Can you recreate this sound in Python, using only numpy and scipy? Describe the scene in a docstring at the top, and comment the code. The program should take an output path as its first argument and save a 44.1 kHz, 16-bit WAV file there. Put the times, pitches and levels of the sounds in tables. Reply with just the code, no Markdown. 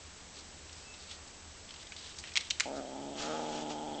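"""Kitten with its prey

A quiet room with a wooden floor, a small microphone close by. A kitten paws at a small prey, snatches
it with three dry crunches, then guards it with a low, rough growl and a breathy hiss. The growl is a
train of throat pulses that a second, slower vibration, the flutter, pushes early and late.
Underneath lie a steady background hiss, a low hum and a thin electronic whine."""
import sys
import numpy as np
from scipy import signal
from scipy.fft import rfft, irfft
from scipy.io import wavfile

SR = 44100
rng = np.random.default_rng(int(sys.argv[2]) if len(sys.argv) > 2 else 0)


def output_pcm(signal):
    """Save a mono or channel-first signal as 16-bit PCM at the path in sys.argv[1].

    Samples are clipped to [-1, 1] before scaling.
    """
    pcm = np.clip(np.atleast_2d(signal).T, -1, 1) * 32767
    wavfile.write(sys.argv[1], SR, np.round(pcm).astype(np.int16))


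N = 176400
T = np.arange(N) / SR

# Pace of the throat pulses: (time [s], rate [Hz])
PULSE_RATE = [(2.66, 128.3), (2.696, 137.3), (2.76, 140.5), (2.862, 128.5), (3.03, 140.9), (3.082, 139.7),
              (3.226, 147.5), (3.3, 154.7), (3.378, 155.5), (3.526, 151.3), (3.712, 151.1), (3.744, 148.2),
              (3.814, 152.2), (3.99, 144.6)]
# Drive of each resonance, before its gain:
# (time [s], chest [dB], lower throat [dB], upper throat [dB], mouth [dB])
GROWL_EFFORT = [(2.665, -40, -41.5, -41, -58.0), (2.72, -42.5, -40.5, -45, -49.5),
                (2.79, -36, -40, -79, -42), (2.86, -44.5, -44.5, -70, -67), (2.95, -39.5, -47, -42.5, -56),
                (3.05, -40, -48.5, -45.5, -55.5), (3.13, -39.5, -45, -54, -68), (3.2, -42, -50, -43, -46.5),
                (3.31, -38, -40, -41, -36.5), (3.42, -40.5, -46, -36.5, -46), (3.5, -39.5, -45, -39.5, -49),
                (3.65, -38, -47.5, -41, -54), (3.85, -40.5, -53, -39, -52), (3.98, -40, -47.5, -40.5, -57)]
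# The four resonances, chest to mouth: (centre [Hz], width [Hz], gain [dB], muffled above [Hz])
GROWL_RESONANCES = [(270, 213, -7, 504), (642, 173, -2, 805), (839, 97, -5, 790), (1278, 177, -8, 4300)]
def growl():
    """Throat pulses, by turns early and late, ring chest, throat and mouth; a wet rattle builds on them."""
    start_s, attack_s = 2.651, .012
    relaxed_hz, strained_hz = 105, 151.4
    flutter_per_pulse, wander_rad = .54, .22
    shift_periods, jitter_periods, shimmer_db = .068, .02, 1.1
    flutter_depth, breathiness = .16, .24
    rattle_hz, rattle_width_hz, rattle_start_s, rattle_rise_s = 3210, 450, 2.58, .8
    rate_hz, = in_time(PULSE_RATE)
    cycles = np.cumsum(rate_hz) / SR
    phase = 2 * np.pi * cycles
    pulse = np.arange(1, int(cycles[-1]) + 1)
    jitter, shimmer, wetness, wander = rng.standard_normal((len(pulse), 4)).T
    flutter = 2 * np.pi * flutter_per_pulse * pulse + wander_rad * np.cumsum(wander)
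    # The flutter deepens as the pulse rate rises.
    strain = np.clip((rate_hz - relaxed_hz) / (strained_hz - relaxed_hz), 0, 1)
    pulse_strain = np.interp(pulse, cycles, strain)
    lateness = pulse_strain * shift_periods * np.sin(flutter) + jitter_periods * jitter
    times = np.interp(pulse + lateness, cycles, T)
    sizes = (1 - pulse_strain * flutter_depth * np.cos(flutter)) * from_db(shimmer_db * shimmer)
    air = rms_one(noise() * (1 + np.cos(phase)))
    # Strain brings out the flutter's own tone, between the first two harmonics, and a clean third.
    flutter_tone = strain ** 2 * from_db(-24) * np.cos(phase + np.interp(cycles, pulse, flutter))
    third_harmonic = -strain ** 10 * from_db(-18) * np.cos(3 * phase)
    source = flutter_tone + third_harmonic + breathiness * air - rms_one(clicks(times, sizes))
    source = cut_both_ways(source, 160, "high")
    out = 0
    for effort_db, (hz, width_hz, gain_db, top_hz) in zip(in_time(GROWL_EFFORT), GROWL_RESONANCES):
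        ring = cut_both_ways(resonate(source, hz, width_hz), top_hz, "low", order=3)
        out += from_db(effort_db + gain_db) * rms_one(ring)
    wet_air = air * from_db(3.5 * np.interp(T, times, np.clip(wetness, -2, 2)))
    rattle = resonate(wet_air, rattle_hz, rattle_width_hz)
    rattle = rms_one(resonate(rattle, rattle_hz, 2 * rattle_width_hz))
    out += from_db(-56.5) * rattle * ramp(rattle_start_s, rattle_rise_s)
    return out * ramp(start_s, attack_s)


# Force of the kitten's hiss: (time [s], level [dB])
HISS_LEVEL = [(3.14, -66), (3.19, -41), (3.225, -40.5), (3.3, -48), (3.48, -51), (3.56, -46), (3.62, -47.5),
              (3.66, -63), (3.685, -59), (3.705, -43.5), (3.735, -49.5), (3.77, -72), (4.0, -70)]
# Its tone at the microphone: (frequency [Hz], gain [dB])
HISS_SPECTRUM = [(500, -7), (1200, -1.5), (2000, -7), (3000, -1), (4200, -3), (5500, -4), (7000, -3.5),
                 (8500, -20.5)]
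def hiss():
    """Air rushes past the teeth as the growl swells."""
    level_db, = in_time(HISS_LEVEL)
    breath = colour(grainy(spread_db=1.5, rate_hz=270), HISS_SPECTRUM)
    return from_db(level_db) * (T > HISS_LEVEL[0][0]) * rms_one(band_limit(breath))


# Snaps of the prey between the teeth, in three bites: (time [s], relative level [dB], ring [Hz])
BITE_SNAPS = [(2.3566, -19, 2310), (2.3586, -34, 3340), (2.3621, -23, 3000), (2.3653, -15.5, 3200),
              (2.3725, -16, 3420), (2.3727, -13.5, 2160), (2.3775, -22.5, 2590), (2.503, -21.5, 6000),
              (2.5066, -19, 3120), (2.5083, -18, 3800), (2.5113, -21.5, 4000), (2.5991, -13.5, 7160),
              (2.5989, -20.5, 1940), (2.6034, -20.5, 4080), (2.606, -18.5, 1530), (2.6056, -16.5, 2160)]
# Their tone at the microphone: (frequency [Hz], gain [dB])
BITE_SPECTRUM = [(300, -8), (800, 1), (1400, -1.5), (2100, 2), (4000, 2), (5800, -0.5), (7800, -5),
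                 (9000, -23)]
def crunches():
    """Each snap is a sharp crack with a short ring, followed by a spray of splinters."""
    crack_gain_db, ring_gain_db, spray_decay_s = 11.5, 14, .0039
    splinters = from_db(-9) * grainy(spread_db=3, rate_hz=1500)
    out = 0
    for start_s, level_db, ring_hz in BITE_SNAPS:
        crack = clicks([start_s], [from_db(crack_gain_db)])
        ring = from_db(ring_gain_db) * resonate(crack, ring_hz, width_hz=185)
        spray = splinters * decay(start_s, spray_decay_s)
        out += from_db(level_db) * cut(crack + ring + spray, .66 * ring_hz, "high")
    return colour(out, BITE_SPECTRUM)


# Light taps on the floorboards: (time [s], level [dB], centre [Hz])
PAW_TAPS = [(.694, -48.5, 3220), (0.729, -46, 5000), (0.94, -45.5, 3500), (1.112, -39.5, 3430),
            (1.276, -46.5, 4500), (1.691, -46.5, 3430), (1.707, -44, 3470), (1.74, -45, 3400),
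            (1.761, -48, 3300), (1.869, -46.5, 3620), (1.921, -40, 2370), (1.964, -41.5, 3930),
            (2.186, -38.5, 5500), (2.238, -40, 2200), (2.318, -44, 2400), (2.337, -44, 4560),
            (3.2217, -37, 4470)]
# Paws and claws sliding on the wood: (middle time [s], length [s], level [dB], centre [Hz])
PAW_SLIDES = [(0.38, 0.047, -49, 4200), (0.792, 0.1, -57, 4500), (1.02, 0.055, -54, 4000),
              (1.117, 0.048, -48.5, 3730), (1.817, 0.035, -50, 3560), (1.988, 0.014, -48.5, 3900),
              (2.067, 0.11, -50, 3700), (2.192, 0.044, -51, 5000), (2.269, 0.051, -48.5, 2860),
              (2.409, 0.0073, -38, 3500), (2.46, 0.049, -51, 3330), (2.635, 0.062, -48, 2750),
              (2.77, 0.026, -50, 4450)]
def paws():
    """Claws tick on the boards with a soft thud and scrape across them in gritty slides."""
    contact, grit = noise(), grainy(spread_db=2, rate_hz=110)
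    thud = from_db(-31.5) * rms_one(resonate(noise(), 600, width_hz=700))
    out = 0
    for start_s, level_db, hz in PAW_TAPS:
        tick = rms_one(resonate(contact, hz, width_hz=.41 * hz))
        out += from_db(level_db) * decay(start_s, decay_s=.0068) * (tick + thud)
    for middle_s, length_s, level_db, hz in PAW_SLIDES:
        fine_grit = cut(grit, .25 * hz, "high", order=4)
        scrape = rms_one(resonate(fine_grit, hz, width_hz=.5 * hz))
        out += from_db(level_db) * swell(middle_s, length_s) * scrape
    return out


def squeak():
    """One faint, pure squeak among the paw taps."""
    pitch_hz = 2626
    return from_db(-53) * swell(middle_s=.902, length_s=.094) * np.sin(2 * np.pi * pitch_hz * T)


def room(x):
    """The furnished room's short, diffuse tail reaches the microphone just after the direct sound."""
    t60_s, gap_s = .34, .006
    t = T[:SR // 2]
    tail = rng.standard_normal(len(t)) * from_db(-60 * t / t60_s) * (t > gap_s)
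    return signal.fftconvolve(x, tail / np.linalg.norm(tail))[:N]


# Steady background hiss: (frequency [Hz], relative density [dB])
FLOOR_SPECTRUM = [(10, -10), (25, -1), (45, -4), (100, -8), (150, -6), (300, -7.5), (700, -10), (1950, -13),
                  (3500, -13), (7400, -12.5), (8400, -20.5)]
# Low hum: (time [s], level [dB])
HUM_LEVEL = [(0, -59), (1.9, -61), (2.15, -60), (4.0, -69)]
# Electronic whine, two close pairs of tones: (frequency [Hz], level [dB])
WHINE_TONES = [(7678, -70.5), (7707, -64), (8293, -96.5), (8322, -89.5)]
def background():
    """A steady hiss, as of coarse quantization, with a wavering hum and a thin, beating whine."""
    hum_hz, hum_width_hz = 76, 16
    floor = from_db(-52.5) * rms_one(band_limit(colour(noise(), FLOOR_SPECTRUM)))
    hum_db, = in_time(HUM_LEVEL)
    hum = resonate(noise(), hum_hz, hum_width_hz)
    hum = from_db(hum_db) * rms_one(resonate(hum, hum_hz, hum_width_hz))
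    whine = sum(from_db(db) * np.sqrt(2) * np.sin(2 * np.pi * hz * T) for hz, db in WHINE_TONES)
    return floor + hum + whine


def from_db(db):
    """Decibels to gain."""
    return 10 ** (np.asarray(db) / 20)


def rms_one(x):
    """Scale to unit rms."""
    return x / np.sqrt(np.mean(x ** 2) + 1e-20)


def in_time(rows):
    """Each column of a timed curve at every sample."""
    times, *columns = np.transpose(rows)
    return [np.interp(T, times, column) for column in columns]


def cut(x, hz, kind, order=2):
    """Low- or high-pass."""
    return signal.sosfilt(signal.butter(order, hz, kind, fs=SR, output="sos"), x + 1e-18)


def cut_both_ways(x, hz, kind, order=2):
    """Low- or high-pass, forward then backward, which keeps a pulse compact."""
    return cut(cut(x, hz, kind, order)[::-1], hz, kind, order)[::-1]


def band_limit(x, top_hz=8550):
    """Steep low-pass at the top of the recorder's range."""
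    return signal.sosfilt(signal.ellip(10, .1, 70, top_hz, fs=SR, output="sos"), x)


def resonate(x, hz, width_hz):
    """One resonance, gain 1 at its peak."""
    r = np.exp(-np.pi * width_hz / SR)
    feedback = [1, -2 * r * np.cos(2 * np.pi * hz / SR), r * r]
    return signal.lfilter(np.array([1, 0, -1]) * (1 - r * r) / 2, feedback, x + 1e-18)


def colour(x, points):
    """Causal (minimum-phase) filter through (frequency [Hz], gain [dB]) points."""
    size = 2 * N
    hz, db = np.transpose(points)
    gain_db = np.interp(np.log(np.fft.rfftfreq(size, 1 / SR) + 1), np.log(hz), db)
    cepstrum = irfft(np.log(from_db(gain_db)))
    cepstrum[1:N] *= 2
    cepstrum[N + 1:] = 0
    return irfft(rfft(x, size) * np.exp(rfft(cepstrum)))[:N]


def noise():
    """White noise."""
    return rng.standard_normal(N)


def grainy(spread_db, rate_hz):
    """Noise whose strength jumps about quickly."""
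    carrier = noise()
    flicker = np.clip(rms_one(cut(noise(), rate_hz, "low")), -2, 2)
    return rms_one(carrier * from_db(spread_db * flicker))


def clicks(times, sizes):
    """Single-sample impulses."""
    return np.bincount(np.round(np.asarray(times) * SR).astype(int), sizes, N)[:N]


def swell(middle_s, length_s):
    """A smooth rise and fall."""
    return np.exp(-2 * ((T - middle_s) / length_s) ** 2)


def ramp(start_s, rise_s):
    """A straight rise from 0 to 1, then held."""
    return np.clip((T - start_s) / rise_s, 0, 1)


def decay(start_s, decay_s):
    """A sudden onset that dies away exponentially."""
    return (T >= start_s) * np.exp(-np.minimum(np.abs(T - start_s) / decay_s, 20))


def scene():
    """The kitten close to one microphone, the room well behind it, the noise floor underneath."""
    kitten = paws() + squeak() + crunches() + growl() + hiss()
    return (kitten + from_db(-14) * room(kitten) + background())[None]


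def record(dry):
    """The recorder cuts off the high treble."""
    return band_limit(dry)


dry = scene()
out = record(dry)
output_pcm(out)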